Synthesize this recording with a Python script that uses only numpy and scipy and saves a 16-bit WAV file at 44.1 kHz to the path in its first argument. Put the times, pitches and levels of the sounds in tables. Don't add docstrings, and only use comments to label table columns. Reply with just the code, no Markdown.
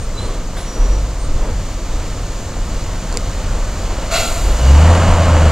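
import sys
import numpy as np
from scipy import signal
from scipy.fft import rfft, irfft
from scipy.io import wavfile
from scipy.ndimage import uniform_filter1d

SR = 44100
rng = np.random.default_rng(int(sys.argv[2]) if len(sys.argv) > 2 else 0)


def file_out(sig):
    cols = np.atleast_2d(sig).T
    lim = np.clip(cols, -1, 1)
    pcm = np.round(lim * 32767).astype(np.int16)
    wavfile.write(sys.argv[1], SR, pcm)


N = 242991
T = np.arange(N) / SR

# start_s, length_s, firing_from_hz, firing_to_hz, boom_db
THROTTLE_DABS = [(0.768, .35, 32.96, 49.97, -7.5), (3.828, .22, 43.88, 52.04, -18)]
# time_s, firing_hz, boom_db
PULL_AWAY = [(4.45, 45.36, -14.5), (4.6, 58.46, -16.5), (4.612, 60.1, -12.5), (4.706, 67.5, -4),
             (4.866, 81.2, -7.5), (4.948, 85.7, -9), (5.074, 86.93, -13), (5.486, 76.65, -8.5),
             (5.51, 77.3, -12)]
# crankshaft_multiple, gain_db
EXHAUST_ORDERS = [(1, -17), (2, -18), (3, 0), (4, -19), (5, -21), (6, -15.3), (7, -23), (9, -26), (11, -27),
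                  (19, -30), (21, -27)]
# centre_s, half_length_s, gain_db
SIDE_OPENINGS = [(3.448, 0.093, 1.5), (4.86, .11, 1), (5.45, .12, 2)]
# centre_s, half_length_s, rush_db, sway_db
JOLTS = [(0.283, 0.16, -31, -28), (0.85, 0.17, -28.5, -23), (1.339, 0.076, -35.5, -12),
         (1.465, 0.08, -28, -17), (1.975, 0.094, -33.5, -17), (2.673, 0.096, -43, -18),
         (3.157, 0.033, -28, -24), (3.547, .14, -36, -18), (3.91, 0.062, -30, -29),
         (4.256, 0.09, -32, -18.5), (4.5, 0.069, -27, -14.5), (5.124, 0.04, -43, -9)]
# start_s, length_s, start_pitch_hz, end_pitch_hz, level_db
SQUEAKS = [(-.03, .09, 8680, 8720, -40), (.14, .135, 3920, 4150, -35.5), (.2, .1, 8750, 8980, -45),
           (.57, .1, 10120, 10070, -43), (.62, .38, 5790, 5775, -38.5), (.715, .08, 11330, 11100, -49),
           (1.19, .09, 8720, 8680, -39)]
# start_s, length_s, level_db
SCUFFS = [(0.157, 0.29, -35), (.565, 0.16, -32)]
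# start_s, impulse_db
CLICKS = [(3.1265, -6.5), (3.1424, -12.5), (3.1722, 4.5)]

# frequency_hz, gain_db
BLOCK_SPECTRUM = [(110, -6), (170, 1.5), (220, -6), (310, -4.5), (410, -12.5), (520, -4.5), (650, -6),
                  (800, -7.5), (1100, -8.5), (2000, -17), (2950, -19.5), (3300, -37), (5400, -33.5),
                  (7150, -24.5), (10000, -40), (15000, -70)]
SHUDDER_SPECTRUM = [(12, -10), (20, -7), (28, -1), (36, -6.5), (48, -15.5), (70, -15.5), (100, -19),
                    (150, -28.5)]
BODY_SPECTRUM = [(60, -4), (110, -2), (170, 2.5), (230, 0), (310, -2), (400, -6.5), (520, -3), (800, -16),
                 (1200, -9.5), (1700, -23.5), (2200, -18.5), (5000, -41)]
RUSH_SPECTRUM = [(130, -4.5), (250, -2), (400, -1.5), (520, 2), (700, -9), (1000, -7.5), (1500, -14.5),
                 (2500, -22), (5000, -30)]
SWAY_SPECTRUM = [(14, -9), (28, 0), (38, -8), (55, -20)]
HISS_SPECTRUM = [(800, -6), (1500, -0.5), (2600, -3), (3500, -2), (4500, 0), (5400, -3.5), (6300, 0.5),
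                 (7200, 2.5), (8000, -6), (9000, -8.5), (10200, -15.5), (12500, -17.5), (15000, -15)]
SCUFF_SPECTRUM = [(300, 5), (1000, -2), (2000, -11), (3600, -2), (5200, -14), (8000, -7), (11000, -27),
                  (14000, -36)]
JET_SPECTRUM = [(500, -8), (700, 5), (950, -2), (1400, 4), (1720, -9), (2050, 4.5), (2750, 0), (3020, -9),
                (3350, -0.5), (4400, 2), (5400, -4.5), (7150, -4.5), (8200, -11.5), (10000, -16),
                (13500, -21), (15500, -24)]
HOUSING_SPECTRUM = [(300, 0), (8800, 0), (11000, -12), (15000, -22)]
PIPE_FLOW_SPECTRUM = [(400, 6.5), (7000, -2), (9000, -11)]
SIZZLE_SPECTRUM = [(6000, -8), (7000, 6), (8500, -2.5), (11000, -6.5), (13500, -5), (15500, -14)]
STEREO_HISS_SPECTRUM = [(2500, -6), (7200, 0), (10000, -13), (15000, -24)]

# pitch_hz, bandwidth_hz, gain_db
TRUCK_PANEL_MODES = [(526, 60, -1), (623, 74, 3), (688, 56, -4), (881, 58, -1), (1034, 88, -6.5),
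                     (1254, 47, -11), (2902, 96, -10), (4050, 71, -25), (4460, 120, -25)]
ENGINE_FRONT_MODES = [(2900, 110, 0)]
LOOSE_PANEL_MODES = [(367, 60, 1), (720, 60, 6), (1070, 64, 1), (1490, 80, 0), (1950, 90, -8),
                     (3380, 430, -12)]
HOUSING_MODES = [(500, 160, 3), (1100, 600, -10), (2100, 700, -2), (4500, 1100, 3.5), (6400, 2200, 1),
                 (8200, 1500, 0)]
PIPE_MODES = [(676, 25, 2), (1360, 58, -6), (1416, 50, -8), (2330, 104, -14), (2710, 105, -5),
              (3300, 34, -6.5), (3975, 50, -4), (4140, 60, -13), (4440, 40, -6), (6950, 410, -11.5)]

IDLE_FIRING_HZ, IDLE_BOOM_DB = 43.27, -26.5


def undb(db):
    return 10 ** (np.asarray(db) / 20)


def unit(x):
    return x / np.sqrt(np.mean(x ** 2))


def noise():
    return rng.standard_normal(N)


def colour(x, spectrum):
    hz, db = np.transpose(spectrum)
    f = np.maximum(np.fft.rfftfreq(N, 1 / SR), 1)
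    roll_off = np.minimum(f / hz[0], 1) ** 2 * np.minimum(hz[-1] / f, 1) ** 2
    return unit(irfft(rfft(x) * roll_off * undb(np.interp(np.log(f), np.log(hz), db)), N))


def ring(x, modes):
    f = np.maximum(np.fft.rfftfreq(N, 1 / SR), 1)
    response = sum(undb(db) / (1 + 1j * hz / width * (f / hz - hz / f)) for hz, width, db in modes)
    return unit(irfft(rfft(x) * response, N))


def wander(rate_hz):
    k = int(SR / rate_hz)
    return unit(uniform_filter1d(np.repeat(rng.standard_normal(N // k + 1), k), k)[:N])


def steady(x, span_s):
    k = int(span_s * SR)
    return x / np.sqrt(uniform_filter1d(uniform_filter1d(x ** 2, k), k))


def bell(centre_s, half_s):
    return np.exp(-((T - centre_s) / half_s) ** 2)


def ease(u):
    return np.sin(np.pi / 2 * np.clip(u, 0, 1)) ** 2


def throttle():
    attack_s, climb_s, release_s, fade_db_per_s, pull_attack_s = .03, .24, .09, 33, .06
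    hz, db = IDLE_FIRING_HZ, IDLE_BOOM_DB
    for start_s, length_s, from_hz, to_hz, boom_db in THROTTLE_DABS:
        age = T - start_s
        pedal = ease(age / attack_s) * np.exp(-np.maximum(age - length_s, 0) / release_s)
        dab_hz = from_hz + (to_hz - from_hz) * ease(age / climb_s)
        hz = hz + pedal * (dab_hz - hz)
        db = db + pedal * (boom_db - fade_db_per_s * age - db)
    time_s, *columns = np.transpose(PULL_AWAY)
    pull_hz, pull_db = [np.interp(T, time_s, column) for column in columns]
    pedal = ease(1 + (T - time_s[0]) / pull_attack_s)
    return hz + pedal * (pull_hz - hz), db + pedal * (pull_db - db)


def exhaust(firing_hz, firings, boom_db):
    crank_phase = 2 * np.pi * firings / 3
    boom = 0
    for order, db in EXHAUST_ORDERS:
        gain_db = db * np.sqrt(firing_hz.max() / firing_hz) + (.7 - db / 14) * wander(16)
        boom = boom + undb(gain_db) * np.sin(order * crank_phase + rng.uniform(0, 2 * np.pi))
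    drone = undb(-35 + 2 * wander(6)) * np.sin(4 * np.pi * firings) * np.clip(T - 1, 0, 1)
    return np.sqrt(2) * (undb(boom_db) * boom + drone)


def clatter(firing_hz, firings):
    nearest_s, nearest_m, speed_m_s, rise_db_per_hz = 5.33, 3.16, 1.6, .2841
    distance_m = np.hypot(nearest_m, speed_m_s * (T - nearest_s))
    db = -18 + rise_db_per_hz * np.maximum(firing_hz - IDLE_FIRING_HZ, 0) - 20 * np.log10(distance_m)
    db += sum(gain_db * bell(s, half_s) for s, half_s, gain_db in SIDE_OPENINGS)
    strength = undb(.66 * rng.standard_normal(1000))[firings.astype(int)]
    impacts = strength * (1.4 + np.exp(-(firings % 1) / .36))
    panels = colour(ring(impacts * noise(), TRUCK_PANEL_MODES), [(400, 0), (4500, 0)])
    block = colour(impacts * noise(), BLOCK_SPECTRUM)
    front = undb(-35) * bell(4.73, half_s=.23) * ring(impacts * noise(), ENGINE_FRONT_MODES)
    return undb(db) * (undb(-2.5) * block + undb(-5) * steady(panels, span_s=.084)) + front


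def engine():
    firing_hz, boom_db = throttle()
    firings = np.cumsum(firing_hz * (1 + .008 * wander(25))) / SR
    return exhaust(firing_hz, firings, boom_db) + clatter(firing_hz, firings)


def rumble():
    shudder = steady(colour(noise(), SHUDDER_SPECTRUM), span_s=.041) * undb(-21 + 1.06 * wander(4.73))
    body = steady(colour(noise(), BODY_SPECTRUM), span_s=.096) * undb(-33.5 + .32 * T)
    rush = sum(undb(db) * bell(s, half_s) for s, half_s, db, _ in JOLTS)
    rush *= colour(noise(), RUSH_SPECTRUM)
    sway = sum(undb(db) * bell(s, half_s) for s, half_s, _, db in JOLTS)
    sway *= steady(colour(noise(), SWAY_SPECTRUM), span_s=.044)
    panel_hum = undb(-22) * bell(.22, half_s=.06) * np.sin(2 * np.pi * 102 * T)
    return shudder + body + rush + sway + panel_hum


def hiss():
    start_db, rise_db_per_s = -39, 1.2346
    cab_db = 4 * bell(4.8, half_s=.35)
    db = start_db + rise_db_per_s * T + cab_db + .61 * wander(7.4)
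    return undb(db) * colour(noise(), HISS_SPECTRUM)


def brake_squeaks():
    waver, flutter = 1 + .004 * wander(250), undb(3.3 * wander(70))
    notes = np.zeros(N)
    for start_s, length_s, start_hz, end_hz, db in SQUEAKS:
        progress = np.clip((T - start_s) / length_s, 0, 1)
        hz = (start_hz + (end_hz - start_hz) * progress) * waver
        arch = 2 * np.sqrt(progress * (1 - progress))
        notes += undb(db) * arch * np.sin(2 * np.pi * np.cumsum(hz) / SR)
    return hillside(notes * flutter, wet_db=-10, t60_s=.5)


def hillside(x, wet_db, t60_s):
    t = T[:SR]
    tail = rng.standard_normal(SR) * undb(-60 * t / t60_s) * np.clip(t / .028, 0, 1)
    return x + undb(wet_db) * signal.fftconvolve(x, tail / np.linalg.norm(tail))[:N]


def scuffs():
    envelope = sum(undb(db) * np.interp(T, [s, s + length_s / 8, s + length_s], [0, 1, 0])
                   for s, length_s, db in SCUFFS)
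    return envelope * undb(2 * wander(88.6)) * colour(noise(), SCUFF_SPECTRUM)


def panel_knock():
    start_s, attack_s, decay_s = .563, .005, .056
    age = np.maximum(T - start_s, 0)
    return undb(-27) * ease(age / attack_s) * np.exp(-age / decay_s) * ring(noise(), LOOSE_PANEL_MODES)


def clicks():
    gap_s, step_db = .00041, -3.5
    contacts = sum(undb(db + k * step_db) * signal.unit_impulse(N, int((s + k * gap_s) * SR))
                   for s, db in CLICKS for k in range(3))
    housing = colour(ring(contacts, HOUSING_MODES), HOUSING_SPECTRUM)
    return housing * np.sqrt(np.mean(contacts ** 2))


def air_brake():
    start_s, attack_s, hold_s, fade_db_per_s = 4.107, .015, .062, 99
    age = np.maximum(T - start_s, 0)
    opening = 1 - np.exp(-age / attack_s)
    db = -16 - fade_db_per_s * np.maximum(age - hold_s, 0)
    jet = undb(-3.2) * colour(noise(), JET_SPECTRUM)
    pipe = undb(-.9) * steady(ring(colour(noise(), PIPE_FLOW_SPECTRUM), PIPE_MODES), span_s=.046)
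    sizzle = undb(-19.5 + .37 * db) * opening * colour(noise(), SIZZLE_SPECTRUM)
    roar = opening * undb(db + .52 * wander(70)) * (jet + pipe)
    return hillside(roar, wet_db=-7.5, t60_s=1.3) + sizzle


def scene():
    pressure = engine() + rumble() + air_brake() + brake_squeaks()
    pressure += panel_knock() + scuffs() + clicks() + hiss()
    stereo_hiss = undb(-44.5) * np.array([colour(noise(), STEREO_HISS_SPECTRUM) for _ in range(2)])
    return np.array([np.append(0, pressure[:-1]), pressure]) + stereo_hiss


def record(dry):
    whine_hz, mono_below_hz, top_hz = 14883, 750, 15300
    whine = undb(-60) * np.sin(2 * np.pi * np.cumsum(whine_hz + 7 * wander(60)) / SR)
    mid = (dry[0] + dry[1]) / 2 + whine
    high_pass = signal.butter(1, mono_below_hz, "high", fs=SR, output="sos")
    side = signal.sosfiltfilt(high_pass, (dry[0] - dry[1]) / 2)
    low_pass = signal.ellip(8, .1, 70, top_hz, fs=SR, output="sos")
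    return signal.sosfilt(low_pass, np.clip([mid + side, mid - side], -1, 1))


dry = scene()
out = record(dry)
file_out(out)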